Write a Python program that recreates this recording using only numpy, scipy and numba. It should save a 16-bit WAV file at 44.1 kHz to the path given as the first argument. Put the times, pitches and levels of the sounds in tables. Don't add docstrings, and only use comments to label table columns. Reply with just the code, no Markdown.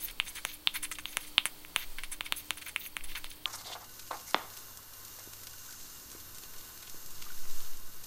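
import sys
import numpy as np
from scipy import signal
from scipy.fft import rfft, irfft
from scipy.io import wavfile
from scipy.ndimage import uniform_filter1d
from numba import njit

SR = 44100
rng = np.random.default_rng(int(sys.argv[2]) if len(sys.argv) > 2 else 0)


def nominal_scale(level):
    x = np.asarray(level, float) / 20
    return 10 ** x


def master_out(mix):
    frames = np.transpose(np.atleast_2d(mix))
    ceiling = np.clip(frames, -1, 1)
    pcm = np.round(ceiling * 32767).astype(np.int16)
    wavfile.write(sys.argv[1], SR, pcm)


N = 355446
CHANGE_S, FAST = 3.4585, 3
TIME = np.arange(N) / SR
SPEED = np.where(TIME < CHANGE_S, FAST, 1.)


def unit(x):
    return x / np.sqrt(np.mean(x ** 2))


@njit
def band(x, hz, width):
    y, b, l = np.empty(len(x)), 0., 0.
    for i in range(len(x)):
        g, k = np.tan(np.pi * hz[i] / SR), width[i] / hz[i]
        v = (b + g * (x[i] - l)) / (1 + g * (g + k))
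        b, l, y[i] = 2 * v - b, l + 2 * g * v, k * v
    return y


def body(x, modes):
    out = np.zeros(N)
    for hz, width, db in modes:
        centre = np.minimum(hz * SPEED, .4 * SR)
        out += nominal_scale(db) * np.sqrt(100 / width) * band(x, centre, width * SPEED)
    return out


def coloured(points):
    hz, db = np.transpose(points)
    shape = np.interp(np.log(np.fft.rfftfreq(N, 1 / SR) + 1), np.log(hz), db)
    return unit(irfft(rfft(rng.standard_normal(N)) * nominal_scale(shape), N))


def walk(rate):
    k = int(SR / rate)
    held = np.repeat(rng.standard_normal(N // k + 1), k)
    return unit(uniform_filter1d(uniform_filter1d(held, k), k)[:N])


def clicks(rate, spread_db):
    chance = rng.random((2, N))
    size = nominal_scale(-spread_db * np.log(chance[1] + 1e-6))
    return (chance[0] < rate / SR) * size * rng.choice([-1, 1], N)


def add(out, s, hz, cycles, db):
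    u = np.arange(int(12 * cycles * SR / hz)) * hz / SR
    i = int(s * SR)
    swell = (u / cycles * np.exp(1 - u / cycles)) ** 2
    ring = (nominal_scale(db) * swell * np.sin(2 * np.pi * u))[:N - i]
    out[i:i + len(ring)] += ring


# f/Hz, level/dB per Hz
FAST_AIR = [(240, -16), (400, -2), (635, -4), (980, -2), (1700, -6.5), (2400, -5), (4300, -3.5),
            (5600, -7.5), (7800, -9), (8600, -9.5), (11000, -8.5), (13000, -5), (15000, -5), (17000, 1)]
AIR = [(240, -14), (400, -5), (720, -8), (1030, -2.5), (1500, -3), (2300, -10.5), (3300, -8), (4200, -5.5),
       (6400, -1.5), (8300, -7.5), (11600, -9.5), (12400, 2.5), (13800, -2), (15300, -7)]
FAST_AIR_DB, AIR_DB = -50.5, -51
# f/Hz, width/Hz, level/dB
LID = [(1060, 17, -4.5), (1492, 19, 0), (2830, 49, 7.5), (3730, 37, 2), (4260, 94, -3), (4200, 38, -5),
       (5500, 41, -17), (6430, 73, 2.5), (7500, 64, 6), (9500, 730, 11)]
# t/s, peak level/dB, f/Hz
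SPITS = [(4.502, -35.5, 5290), (4.572, -36.5, 6360), (4.7723, -33, 6180), (5.0497, -32.5, 6370),
         (5.1887, -40, 6650), (5.334, -33.5, 5830), (5.434, -35, 6260), (5.47, -29, 5330),
         (5.801, -37, 4860), (6.116, -33, 6060), (6.347, -37, 6300), (6.383, -32, 6430), (6.436, -35, 4140),
         (6.582, -38, 6190), (6.8258, -33, 3570), (6.897, -32, 6270), (7.0265, -43, 6230),
         (7.157, -41, 4500), (7.2219, -32.5, 3570), (7.498, -36, 4840), (7.5333, -44, 4740),
         (7.604, -33, 3890), (7.7715, -37, 6380)]
# t/s, peak level/dB, f/Hz
DROPS = [(4.789, -49, 1090), (5.192, -53, 1710), (5.274, -41, 326), (5.537, -49, 1500), (5.688, -45, 1500),
         (5.736, -49.5, 1430), (6.15, -39.5, 330), (6.435, -52, 339), (6.698, -51, 1500),
         (6.944, -41.5, 356), (7.264, -45, 1210), (7.302, -42.5, 1460)]
LID_SHARE, FLICKER_DB, SWELL_DB = .75, .7, .9
SIZZLE_SWELL_DB, SIZZLE_HZ, SIZZLE_WIDTH_HZ = 2.2, 6500., 5000.
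SPIT_DECAY_S, SPIT_SNAP_S, SPIT_SNAP_DB = .009, .0015, 1


def pan():
    fry = np.where(SPEED > 1, nominal_scale(FAST_AIR_DB) * coloured(FAST_AIR), nominal_scale(AIR_DB) * coloured(AIR))
    fry = fry + LID_SHARE * body(fry, LID)
    swell = nominal_scale(SIZZLE_SWELL_DB * np.where(SPEED > 1, walk(8.86), 0.67 * walk(6))) - 1
    fry = fry + swell * band(fry, np.full(N, SIZZLE_HZ), np.full(N, SIZZLE_WIDTH_HZ))
    kicks = nominal_scale(-56.5) / SPEED * np.abs(clicks(30 * SPEED, 2.3))
    colour = 4500 * SPEED
    for s, db, hz in SPITS:
        kicks[int(s * SR)] += nominal_scale(db - 13.0)
        colour[int(s * SR):] = hz
    puffs = np.zeros(N)
    for gain, decay_s in ((.8, SPIT_DECAY_S), (nominal_scale(SPIT_SNAP_DB), SPIT_SNAP_S)):
        puffs += gain * signal.lfilter([1], [1, -np.exp(-1 / (decay_s * SR))], kicks)
    steam = unit(band(rng.standard_normal(N), colour, 0.93 * colour)) + 0.5 * coloured(AIR)
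    out = fry * nominal_scale(FLICKER_DB * walk(11) + SWELL_DB * walk(2.58)) + puffs * steam
    for s, db, hz in DROPS:
        add(out, s, hz, 0.51 * (hz / 330) ** 1.45, db)
    return out


# f/Hz, level/dB
HUM = [
    (25, -70.5),
    (100.5, -67),
]
# f/Hz, level/dB per Hz
RUMBLE = [(15, -6), (30, -2.5), (60, -4.5), (200, -11), (330, -10.5), (420, -17), (600, -19), (1500, -90)]
RUMBLE_DB, RUMBLE_SWELL_DB = -62, 1.0


def hum():
    turns = np.cumsum(SPEED) / SR
    lines = np.zeros(N)
    for hz, db in HUM:
        lines += nominal_scale(db + 3.1 * walk(9)) * np.sqrt(2) * np.sin(2 * np.pi * hz * turns)
    return lines + nominal_scale(RUMBLE_DB + RUMBLE_SWELL_DB * walk(3.3)) * coloured(RUMBLE)


# middle t/s, length/s, level/dB
GUSTS = [(0.1, 0.56, -40), (0.848, 0.18, -43.5), (1.257, 0.27, -55), (1.994, 0.44, -40), (3.07, 0.16, -37),
         (3.244, 0.095, -37), (4.4, 0.64, -60), (5.85, 0.11, -53), (6.586, 0.1, -43), (7.136, 0.53, -40.5),
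         (7.473, 0.27, -27.5), (7.744, 0.34, -29)]
CALM_DB, DRAUGHT_HZ = -56, 3.76


def draught():
    size = np.full(N, nominal_scale(CALM_DB))
    for s, length, db in GUSTS:
        size += nominal_scale(db) * np.exp(-(2.0 * (TIME - s) / length) ** 2)
    hz = DRAUGHT_HZ * SPEED ** 0.71
    slow = band(band(rng.standard_normal(N), hz, 1.33 * hz), hz, 1.33 * hz)
    slow = band(slow, hz, 2 * hz)
    return size * unit(slow / np.sqrt(hz))


# t/s, length/ms, judder level/dB, grit level/dB
FAST_STROKES = [(0.0, 68, -53, -44), (0.066, 45, -53, -57), (0.26, 53, -50, -45), (0.348, 50, -45, -44),
                (0.448, 52, -53, -53), (0.484, 78, -55, -49), (0.737, 44.7, -42, -43.5),
                (0.825, 37, -42, -40.5), (0.913, 21, -41.5, -42.5), (0.948, 19, -55, -53),
                (0.987, 12, -44.5, -41.5), (1.055, 100, -53, -48.5), (1.199, 62, -53.5, -48),
                (1.266, 22, -54.5, -49), (1.455, 26, -45.5, -42), (1.76, 89, -49.5, -48),
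                (1.982, 12.8, -35.5, -61), (2.031, 27, -52, -52), (2.115, 29, -45, -44.5),
                (2.241, 44, -49.5, -52), (2.359, 58, -55, -45.5), (2.57, 21, -50, -42),
                (2.613, 19.6, -45, -46), (2.657, 47, -48, -45.5), (2.791, 90, -56, -48),
                (3.036, 22, -51, -49.5), (3.072, 65, -57, -57), (3.148, 41, -41.5, -43.5),
                (3.238, 33, -52.5, -56), (3.292, 49, -55.5, -53.5)]
# t/s, length/ms, judder level/dB, grit level/dB, judder f/Hz
SLOW_STROKES = [(3.457, 70, -43.5, -78, 1060), (3.527, 39, -44, -37.5, 1140), (3.575, 47, -46.5, -52, 925),
                (3.641, 110, -41, -39, 716), (3.747, 30, -38.5, -69, 860), (3.795, 57, -47.5, -61, 930),
                (4.108, 19, -28, -44.5, 800), (4.13, 35, -36, -45, 770), (4.267, 53, -61, -45, 1180),
                (5.181, 33, -49, -55, 895), (5.68, 84, -59, -77, 1400), (6.12, 50, -58, -58, 1200),
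                (7.24, 90, -53, -73, 1290), (7.45, 25, -52.5, -72, 1140)]
JUDDER_HZ, JUDDER_HZ_PER_DB, HEAVY_DB, GRIT_HZ, GRIT_HZ_PER_MS = 2200, 66, -46, 8550, 53
GRIT_OVER_JUDDER = 5.44


def stroke_rows():
    rows = []
    for s, ms, db, grit_db in FAST_STROKES:
        hz = JUDDER_HZ + JUDDER_HZ_PER_DB * max(HEAVY_DB - db, 0)
        rows.append((s, ms, db, hz, grit_db, GRIT_HZ + GRIT_HZ_PER_MS * ms))
    for s, ms, db, grit_db, hz in SLOW_STROKES:
        rows.append((s, ms, db, hz, grit_db, GRIT_OVER_JUDDER * hz))
    return rows


# f/Hz, width/Hz, level/dB
BOWL = [(339, 11, 0), (618, 11, -55), (748, 39, -5), (970, 310, -35), (1060, 39, -9.5), (1200, 22, -1.5),
        (1400, 46, -7)]
# f/Hz, width/Hz, level/dB
SPOON = [(2090, 150, -10.5), (2434, 150, -18), (3095, 120, -13.5), (3535, 96, -2), (4040, 150, -8),
         (4700, 300, -11.5), (6540, 1800, -12)]
PRESS_SHARE, PRESS_RISE_SHARE, GRIT_LEAD = 0.21, 0.12, 0.46
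SLIP_DB, GRAIN_DB, JUDDER_ROUGH_DB, PATCHY_DB, GRIT_WANDER_OCT = 2.2, 2.4, 2.8, 3.5, .15
JUDDER_WIDTH, GRIT_WIDTH = 1.3, 0.63
SHANK_HZ, SHANK_WIDTH_HZ, SHANK_DB = 2160, 230, -1.5


def strokes():
    judder, grit = np.zeros(N), np.zeros(N)
    centre, rub_hz = np.full(N, 1000.), np.full(N, 10000.)
    for s, ms, judder_db, hz, grit_db, grit_hz in stroke_rows():
        start = int(s * SR)
        near = slice(max(int((s - .03) * SR), 0), int((s + ms / 1000 + .03) * SR))
        early = (s - TIME[near]) * 1000 / ms
        ease = np.maximum(TIME[near] - s - ms / 1000 + 0.0099, 0) / 0.009
        judder_wait = np.maximum(early + PRESS_SHARE, 0) / PRESS_RISE_SHARE
        grit_wait = np.maximum(early / GRIT_LEAD + PRESS_SHARE, 0) / PRESS_RISE_SHARE
        judder[near] += nominal_scale(judder_db) * np.exp(-judder_wait - ease)
        grit[near] += nominal_scale(grit_db) * np.exp(-grit_wait - ease)
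        centre[start:], rub_hz[start:] = hz, grit_hz
    centre = centre * 2 ** (0.085 * walk(64))
    rub_hz = np.minimum(rub_hz * 2 ** (GRIT_WANDER_OCT * walk(50)), .4 * SR)

    slips = unit(clicks(400 * SPEED, SLIP_DB)) + 0.37 * rng.standard_normal(N)
    push = band(band(slips, centre, JUDDER_WIDTH * centre), centre, JUDDER_WIDTH * centre)
    push = band(push, centre, 2 * centre)
    wall = unit(0.86 * push + 0.65 * body(push, BOWL))

    grains = unit(clicks(1500 * SPEED, GRAIN_DB)) + rng.standard_normal(N)
    rub = band(band(grains, rub_hz, GRIT_WIDTH * rub_hz), rub_hz, GRIT_WIDTH * rub_hz)
    fine = band(grains, np.minimum(1.49 * rub_hz, 15000), 0.77 * rub_hz)
    shank_hz, shank_width = SHANK_HZ * SPEED, SHANK_WIDTH_HZ * SPEED
    shank = band(band(grains, shank_hz, shank_width), shank_hz, shank_width)
    rub, fine, shank = (part * nominal_scale(PATCHY_DB * walk(60)) for part in (rub, fine, shank))
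    hiss = unit(rub + 0.64 * fine + 0.93 * body(rub, SPOON) + nominal_scale(SHANK_DB) * shank)
    return wall * judder * nominal_scale(JUDDER_ROUGH_DB * walk(140)) + hiss * grit * nominal_scale(1.8 * walk(90))


# t/s, peak level/dB, thud f/Hz, spoon tick level/dB (higher when the edge lands first)
KNOCKS = [(0.1991, -8.5, 2780, -18.5), (0.45, -13.5, 2600, -5), (0.6721, -5, 3200, -22.5),
          (0.831, -28, 2980, -14), (0.914, -24.5, 2200, -9), (0.9851, -26.5, 2410, -10),
          (1.0551, -17.5, 3150, -20), (1.1696, -11.5, 2520, -7), (1.38, -1.5, 3040, -20),
          (1.4548, -13, 2500, -8), (1.6484, -30, 2420, -13), (1.761, -7.5, 2740, -11.5),
          (1.985, -25, 2330, -14), (2.0347, -24, 2500, -11.5), (2.115, -40, 3090, -3),
          (2.2077, -14.5, 2750, -10.5), (2.3226, -9, 2960, -10.5), (2.506, -11.5, 2840, -10.5),
          (2.5722, -33, 2240, -8), (2.7608, -12.5, 2500, -19.5), (2.9666, -16.5, 2450, -11),
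          (3.2429, -22.5, 3320, -9.5), (3.456, -12, 3180, -29), (4.11, -25.5, 930, -28),
          (4.344, -9.5, 930, -7.5), (0.110, -44, 2500, -20), (2.263, -28, 2720, -30),
          (2.862, -29, 2500, -28), (3.008, -32, 2500, -20), (3.119, -37, 1980, -16)]
RING_DB, RING_PER_TICK, THUD_CYCLES, CYCLES_PER_TICK_DB = -13.5, 0.55, 0.33, 0.0344
GRIP_DB, BOWL_RING_DB, SPOON_RING_DB, RADIATES_HZ = 3.5, -9.5, -6, 220


def knocks():
    out = np.zeros(N)
    grips = rng.standard_normal((len(KNOCKS), len(SPOON)))
    for (s, db, hz, tick_db), grip in zip(KNOCKS, grips):
        speed = SPEED[int(s * SR)]
        ring_db = db + RING_DB + RING_PER_TICK * tick_db
        thud_cycles = THUD_CYCLES - CYCLES_PER_TICK_DB * max(tick_db, -26)
        add(out, s + .0008, hz, thud_cycles, db - 0.5)
        add(out, s + 0.001, BOWL[0][0] * speed, .55, ring_db + 6.0)
        add(out, s + 0.00079, BOWL[1][0] * speed * 1.05, .8, ring_db - 13)
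        add(out, s + 0.00057, 60 * speed, .4, ring_db - 14.0)
        for (spoon_hz, _, mode_db), free in zip(SPOON[:-1], grip):
            cycles = 2.2 * min(spoon_hz / 3550, 1)
            add(out, s + 0.00068, spoon_hz * speed, cycles, db + tick_db + mode_db + 6 + GRIP_DB * free)
    out = out + nominal_scale(BOWL_RING_DB) * body(out, BOWL) + nominal_scale(SPOON_RING_DB) * body(out, SPOON)
    thin = signal.sosfilt(signal.butter(2, RADIATES_HZ, "high", fs=SR, output="sos"), out)
    return np.where(SPEED > 1, out, thin)


ROOM_T60_S, ROOM_DB, ROOM_DULL_HZ = 0.41, -17, 2500


def room(x):
    t = np.arange(int(.6 * SR)) / SR
    dense = np.minimum(0.014 + 3.0 * t, 1)
    echoes = rng.standard_normal(len(t)) * (rng.random(len(t)) < dense) / np.sqrt(dense)
    echoes = echoes * nominal_scale(-60 * t / ROOM_T60_S) * (t > .004)
    tail = signal.sosfilt(signal.butter(1, ROOM_DULL_HZ, fs=SR, output="sos"), echoes)
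    short = signal.decimate(tail, FAST)
    fast_wet = signal.fftconvolve(x * (SPEED > 1), short / np.sqrt(np.sum(short ** 2)))[:N]
    slow_wet = signal.fftconvolve(x * (SPEED == 1), tail / np.sqrt(np.sum(tail ** 2)))[:N]
    return nominal_scale(ROOM_DB) * (fast_wet * (SPEED > 1) + slow_wet)


FAST_TOP_HZ, TOP_HZ = 15850, 15350


def trim(x):
    hz, spectrum = np.fft.rfftfreq(N, 1 / SR), rfft(x)
    fast = irfft(spectrum * (hz < FAST_TOP_HZ), N)
    slow = irfft(spectrum * (hz < TOP_HZ), N)
    return np.where(SPEED > 1, fast, slow)


def scene():
    blows, rubs = knocks(), strokes()
    steady = trim(rubs + room(blows + rubs) + pan())
    return (blows + steady + hum() + draught())[None]


def band_limit(x):
    return signal.sosfilt(signal.butter(12, 16990, fs=SR, output="sos"), x)


def record(dry):
    mix = signal.sosfilt(signal.ellip(8, .2, 60, 16700, fs=SR, output="sos"), dry)
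    return band_limit(mix)


dry = scene()
out = record(dry)
master_out(out)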